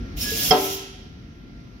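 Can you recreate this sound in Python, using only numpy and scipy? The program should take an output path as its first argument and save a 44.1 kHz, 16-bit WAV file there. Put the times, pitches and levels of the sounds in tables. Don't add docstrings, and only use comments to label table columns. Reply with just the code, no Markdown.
import sys
import numpy as np
from scipy import signal
from scipy.fft import rfft, irfft, next_fast_len
from scipy.io import wavfile
from scipy.ndimage import uniform_filter1d

SR = 44100
rng = np.random.default_rng(int(sys.argv[2]) if len(sys.argv) > 2 else 0)


def to_wav(s):
    ch = np.atleast_2d(s).T
    pcm = np.round(np.clip(ch, -1, 1) * 32767)
    wavfile.write(sys.argv[1], SR, pcm.astype(np.int16))


def makeup_ratio(level_db):
    decades = np.asarray(level_db, float) / 20
    return 10 ** decades


N = 79380
T = np.arange(N) / SR
M = next_fast_len(3 * N // 2)
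F = np.maximum(np.arange(M // 2 + 1) * SR / M, 1)


def curve(table):
    return np.interp(T, *np.array(table, float).T)


def over_hz(table):
    hz, value = np.array(table, float).T
    return np.interp(np.log(F), np.log(hz), value)


def to_sound(spectrum):
    return irfft(spectrum, M)[..., :N]


def colour(x, gain):
    return to_sound(rfft(x, M) * gain)


def level(x, db):
    return x * makeup_ratio(db) / np.sqrt(np.mean(x ** 2))


def walk(rate_hz):
    hold = int(SR / rate_hz / 2)
    steps = np.repeat(rng.standard_normal(N // hold + 1), hold)
    smooth = uniform_filter1d(uniform_filter1d(steps, hold), hold)
    return level(smooth[:N], 0)


# (frequency [Hz], likeness [0-1])
PORT_LIKENESS = [(100, 0.98), (300, 0.81), (700, 0), (1500, 0.28), (3000, 0.16)]


def wide():
    left_lag_s = 16 / SR
    alike = np.clip(over_hz(PORT_LIKENESS), 0, 1)
    right, other = rfft(rng.standard_normal((2, M)))
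    left = alike * right + np.sqrt(1 - alike ** 2) * other
    left = left * np.exp(-2j * np.pi * F * left_lag_s * (F > 900))
    return np.array([left, right])


def bands(db, flicker_db, rate_hz, shape=None):
    spectrum, out = wide() * makeup_ratio(db), 0
    for hz in 35 * 2 ** np.arange(0, 9.1, .5):
        window = np.cos(np.pi * np.clip(np.log2(F / hz), -.5, .5)) ** 2
        band = to_sound(spectrum * window) * makeup_ratio(flicker_db * walk(rate_hz))
        out = out + band * (1 if shape is None else shape(hz))
    return out


def ring(hz, t60_s, swell_s, lag=0.):
    return np.sin(2 * np.pi * hz * T - lag) * makeup_ratio(-60 * T / t60_s) * (1 - np.exp(-T / max(swell_s, 1e-4)))


# (frequency [Hz], level [dB])
HALL_NOISE = [(45, -1), (110, -6), (270, -8), (420, -20), (950, -33.5), (1500, -30), (6000, -38.5),
              (7300, -57.5)]
# (frequency [Hz], level [dB])
HUM_LINES = [(48.4, -52), (199.2, -57), (226.1, -58.5), (689.1, -67.5), (1378, -61.5), (1604, -76.5),
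             (1836, -69.5), (2062, -66)]


def workshop():
    lift_db, waver_db = 8, 1.2
    hall = level(bands(over_hz(HALL_NOISE), 0.87, 7.28), -34.5)
    phases = rng.uniform(0, 2 * np.pi, (len(HUM_LINES), 2))
    hum = 0
    for (hz, db), (start, spread) in zip(HUM_LINES, phases):
        port_phase = np.array([[spread * min(hz / 3000, 1)], [0]])
        tone = np.sin(2 * np.pi * hz * T + start + port_phase)
        hum = hum + makeup_ratio(db + lift_db + waver_db * walk(7)) * tone
    rumble_hz, rumble_db, rumble_fade_s = 46, -37, 0.35
    rumble_shape = 1 / (1 + (np.log2(F / rumble_hz) / 0.54) ** 4)
    rumble = level(colour(rng.standard_normal(N), rumble_shape), rumble_db)
    rumble = rumble * np.exp(-(T / rumble_fade_s) ** 2)
    self_noise = level(rng.standard_normal((2, N)), -104)
    return hall + hum + rumble + self_noise


# (time [s], level [dB])
AIR_FLOW = [
    (.152, -72),
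    (.172, -34.5),
    (.232, -22.5),
    (.26, -27),
    (.35, -24),
    (.43, -20),
    (.5, -19.5),
    (.745, -22.5),
    (1., -69.5),
]
# (frequency [Hz], level [dB])
HISS = [(300, -4), (1200, -13), (3200, -1), (5600, -0.5), (7000, 0.5), (8400, -11), (11500, -1),
        (15500, -0.5)]


def jet():
    treble_tilt = 1.17
    flow = curve(AIR_FLOW)
    peak = flow.max()

    def swell(hz):
        return makeup_ratio((flow - peak) * (treble_tilt if hz > 8000 else 1) + peak)

    hiss_db = over_hz(HISS)
    hiss = bands(hiss_db, 1.8, 15.77, swell)
    return hiss / np.sqrt(np.mean(makeup_ratio(hiss_db) ** 2))


def ripple():
    depth_db, spacing_hz = 3.0, 70
    bumpy = np.interp(F / spacing_hz, np.arange(1000), rng.standard_normal(size=1000))
    return makeup_ratio(depth_db * bumpy - 1)


# (frequency [Hz], t60 [s])
HALL_DECAY = [(200, 0.58), (1000, 0.87), (3000, 1.245), (6000, 0.5), (8000, 0.6), (12000, 0.1)]


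def room(x):
    spectrum, tail = wide(), 0
    table_hz, table_t60 = np.array(HALL_DECAY, float).T
    for hz in 60 * 2 ** np.arange(0, 9.):
        t60_s = np.interp(np.log(hz), np.log(table_hz), table_t60)
        band = to_sound(spectrum * np.cos(np.pi / 2 * np.clip(np.log2(F / hz), -1, 1)) ** 2)
        tail = tail + band * makeup_ratio(-60 * T / t60_s) * (1 - np.exp(-T / .008))
    return colour(x.mean(axis=0), rfft(tail, M) / np.sqrt(SR / 20))


# (start [s], peak [s], end [s], frequency [Hz], level [dB], width [Hz])
EDGE_TONES = [
    (0.209, 0.21, 0.34, 5390, -35, 56.5),
    (0.333, 0.426, 0.65, 3400, -36.5, 85),
    (0.385, 0.47, 0.46, 5640, -29.5, 270),
    (0.552, .65, 1, 3060, -39, 390),
    (.55, .65, 0.845, 5850, -32.5, 500),
    (0.31, .42, 0.39, 13000, -38, 900),
]


def whistles():
    out = 0
    for start, peak, end, hz, db, width_hz in EDGE_TONES:
        tone = level(to_sound(wide() / (1 + ((F - hz) * 2 / width_hz) ** 2)), db)
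        out = out + tone * np.interp(T, [start, peak, end], [0, 1, 0])
    return out


# (time [s], frequency [Hz], level [dB], t60 [s])
LINKAGE_BUMPS = [
    (.316, 445, -23.5, 0.16),
    (0.27, 394, -30.5, 0.088),
    (0.29, 490, -37, 0.069),
    (0.21, 84, -24, .11),
    (.514, 226, -13.5, 0.28),
]


def bumps():
    out = np.zeros((2, N))
    for start, hz, db, t60_s in LINKAGE_BUMPS:
        out = out + makeup_ratio(db) * np.interp(T - start, T, ring(hz, t60_s, .003), left=0)
    return out


# (time [s], level [dB])
SEAL_SQUEAK = [
    (.215, -67),
    (.25, -37.5),
    (.295, -29),
    (.33, -39),
    (.36, -43),
    (.395, -35),
    (.44, -39.5),
    (.47, -63),
]


def squeak():
    pitch_hz = 1682 + 4.2 * walk(15)
    phase = 2 * np.pi * np.cumsum(pitch_hz) / SR
    loudness = makeup_ratio(curve(SEAL_SQUEAK) + 1 + 0.92 * walk(36)) * (T < .49)
    return loudness * np.sin(phase + np.array([[1.2], [0]]))


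# (time [s], level [dB], contact [ms])
BLOWS = [
    (.5082, -11.5, 0.54),
    (0.5097, -4, 0.36),
    (.5128, -13, 0.2),
    (.5165, -5.5, 0.6),
]
# (frequency [Hz], level [dB], t60 [s], swell [ms])
SHELL_MODES = [(169, -4.5, 0.063, 1.5), (277, -16, 0.45, 6), (301, -18.5, 0.75, 48), (388.7, -13, 0.84, 13),
               (441.8, -2.5, 0.21, 1.3), (599, -11.5, 0.24, 8.2), (655, -13, 0.14, 2.8),
               (739.5, -1, 0.19, 2.1), (741.4, -4.5, 0.14, 14), (859, -20.5, 0.34, 5),
               (937, -13.5, 0.32, 4.9), (1036, -16, 0.37, 4.1), (1189, -12.5, 0.14, 2),
               (1332, -23.5, 0.64, 20)]
# (frequency [Hz], level [dB], t60 [s], left minus right [dB])
ROD_MODES = [(2113, -22, 0.045, 8), (3216, -24.5, 0.18, 6.5), (3217, -8, 0.019, -12),
             (4322, -22, 0.054, -10), (5242, -7, 0.042, -13), (5965, -13.5, 0.048, -6),
             (7040, -28, 0.053, -23)]


def knock():
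    shell_struck_s, shell_db, rod_db, rod_rough_db = .5081, 3, 16, 5.5
    rebounds = 0
    for start, db, contact_ms in BLOWS:
        softness = 1 + 1j * F * contact_ms / 1000
        rebounds = rebounds + makeup_ratio(db) * np.exp(-2j * np.pi * F * start) / softness

    body = 0
    shell_lags = rng.standard_normal((len(SHELL_MODES), 2))
    for (hz, db, t60_s, swell_ms), lags in zip(SHELL_MODES, shell_lags):
        body = body - makeup_ratio(db) * np.array([ring(hz, t60_s, swell_ms / 1000, hz / 4000 * lag) for lag in lags])
    shell = colour(body, makeup_ratio(shell_db) * np.exp(-2j * np.pi * F * shell_struck_s))

    rod = 0
    rod_lags = 2 * rng.standard_normal((len(ROD_MODES), 2))
    for (hz, db, t60_s, pan_db), (left_lag, right_lag) in zip(ROD_MODES, rod_lags):
        pair = np.array([ring(hz, t60_s, .0008, left_lag), ring(hz, t60_s, .00059, right_lag)])
        pan = np.array([[pan_db], [-pan_db]]) / 2
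        rod = rod + makeup_ratio(db + rod_rough_db * walk(238) + pan) * pair

    crack = level(to_sound(wide() / (1 + (F / 6600) ** 14)), -19) * makeup_ratio(-60 * T / 0.24)
    thud_hz, thud_db, thud_t60_s, thud_width = 661, -18.5, 0.23, 0.86
    thud = level(to_sound(wide() / (1 + (np.log2(F / thud_hz) / 1.12) ** 4)), thud_db)
    thud = thud * makeup_ratio(-60 * T / thud_t60_s)
    thud = thud_width * thud + (1 - thud_width) * thud.mean(axis=0)
    blow = colour(crack + thud, rebounds) * makeup_ratio(rod_db)
    return shell + colour(rod, rebounds) * makeup_ratio(rod_db), blow


def scene():
    jet_wet_db, knock_wet_db, ring_wet_db = -0.5, -9.5, -5.5
    air = jet() + whistles()
    seal = squeak()
    rings, blow = knock()
    wet = room(makeup_ratio(jet_wet_db) * air + makeup_ratio(knock_wet_db) * (blow + makeup_ratio(ring_wet_db) * rings))
    background = workshop()
    direct = colour(air, ripple()) + bumps() + seal + rings + blow
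    return background + direct + wet


def top_cut(x):
    return signal.sosfilt(signal.butter(12, 16530, fs=SR, output="sos"), x)


# (frequency [Hz], left minus right [dB])
PORT_BALANCE = [(800, 0.5), (1300, 2.5), (2500, -2), (5500, -5.5), (7500, 2), (11500, -4), (14000, 1.5)]
# (time [s], gain [dB])
AUTO_GAIN = [
    (.25, 0.5),
    (.503, -1.5),
    (.512, -15.5),
    (.53, -11.5),
    (.575, -8.5),
    (.635, -7.5),
    (.9, -7.5),
    (1.2, -6.5),
]


def record(dry):
    top_hz, low_cut_hz = 15800, 39
    notch_hz, notch_width_hz, notch_db = 7730, 470, -6
    ports = makeup_ratio(over_hz(PORT_BALANCE) * np.array([[.5], [-.5]]))
    ports = ports / (1 + (F / top_hz) ** 200)
    ports = ports * makeup_ratio(notch_db / (1 + ((F - notch_hz) / notch_width_hz) ** 2))
    ports = ports / (1 + (low_cut_hz / F) ** 8)
    gain = makeup_ratio(uniform_filter1d(curve(AUTO_GAIN), size=200))
    clipped = np.clip(colour(dry, ports) * gain, -1, 1)
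    mix = colour(clipped, F < top_hz + 200) * .97
    return top_cut(mix)


dry = scene()
out = record(dry)
to_wav(out)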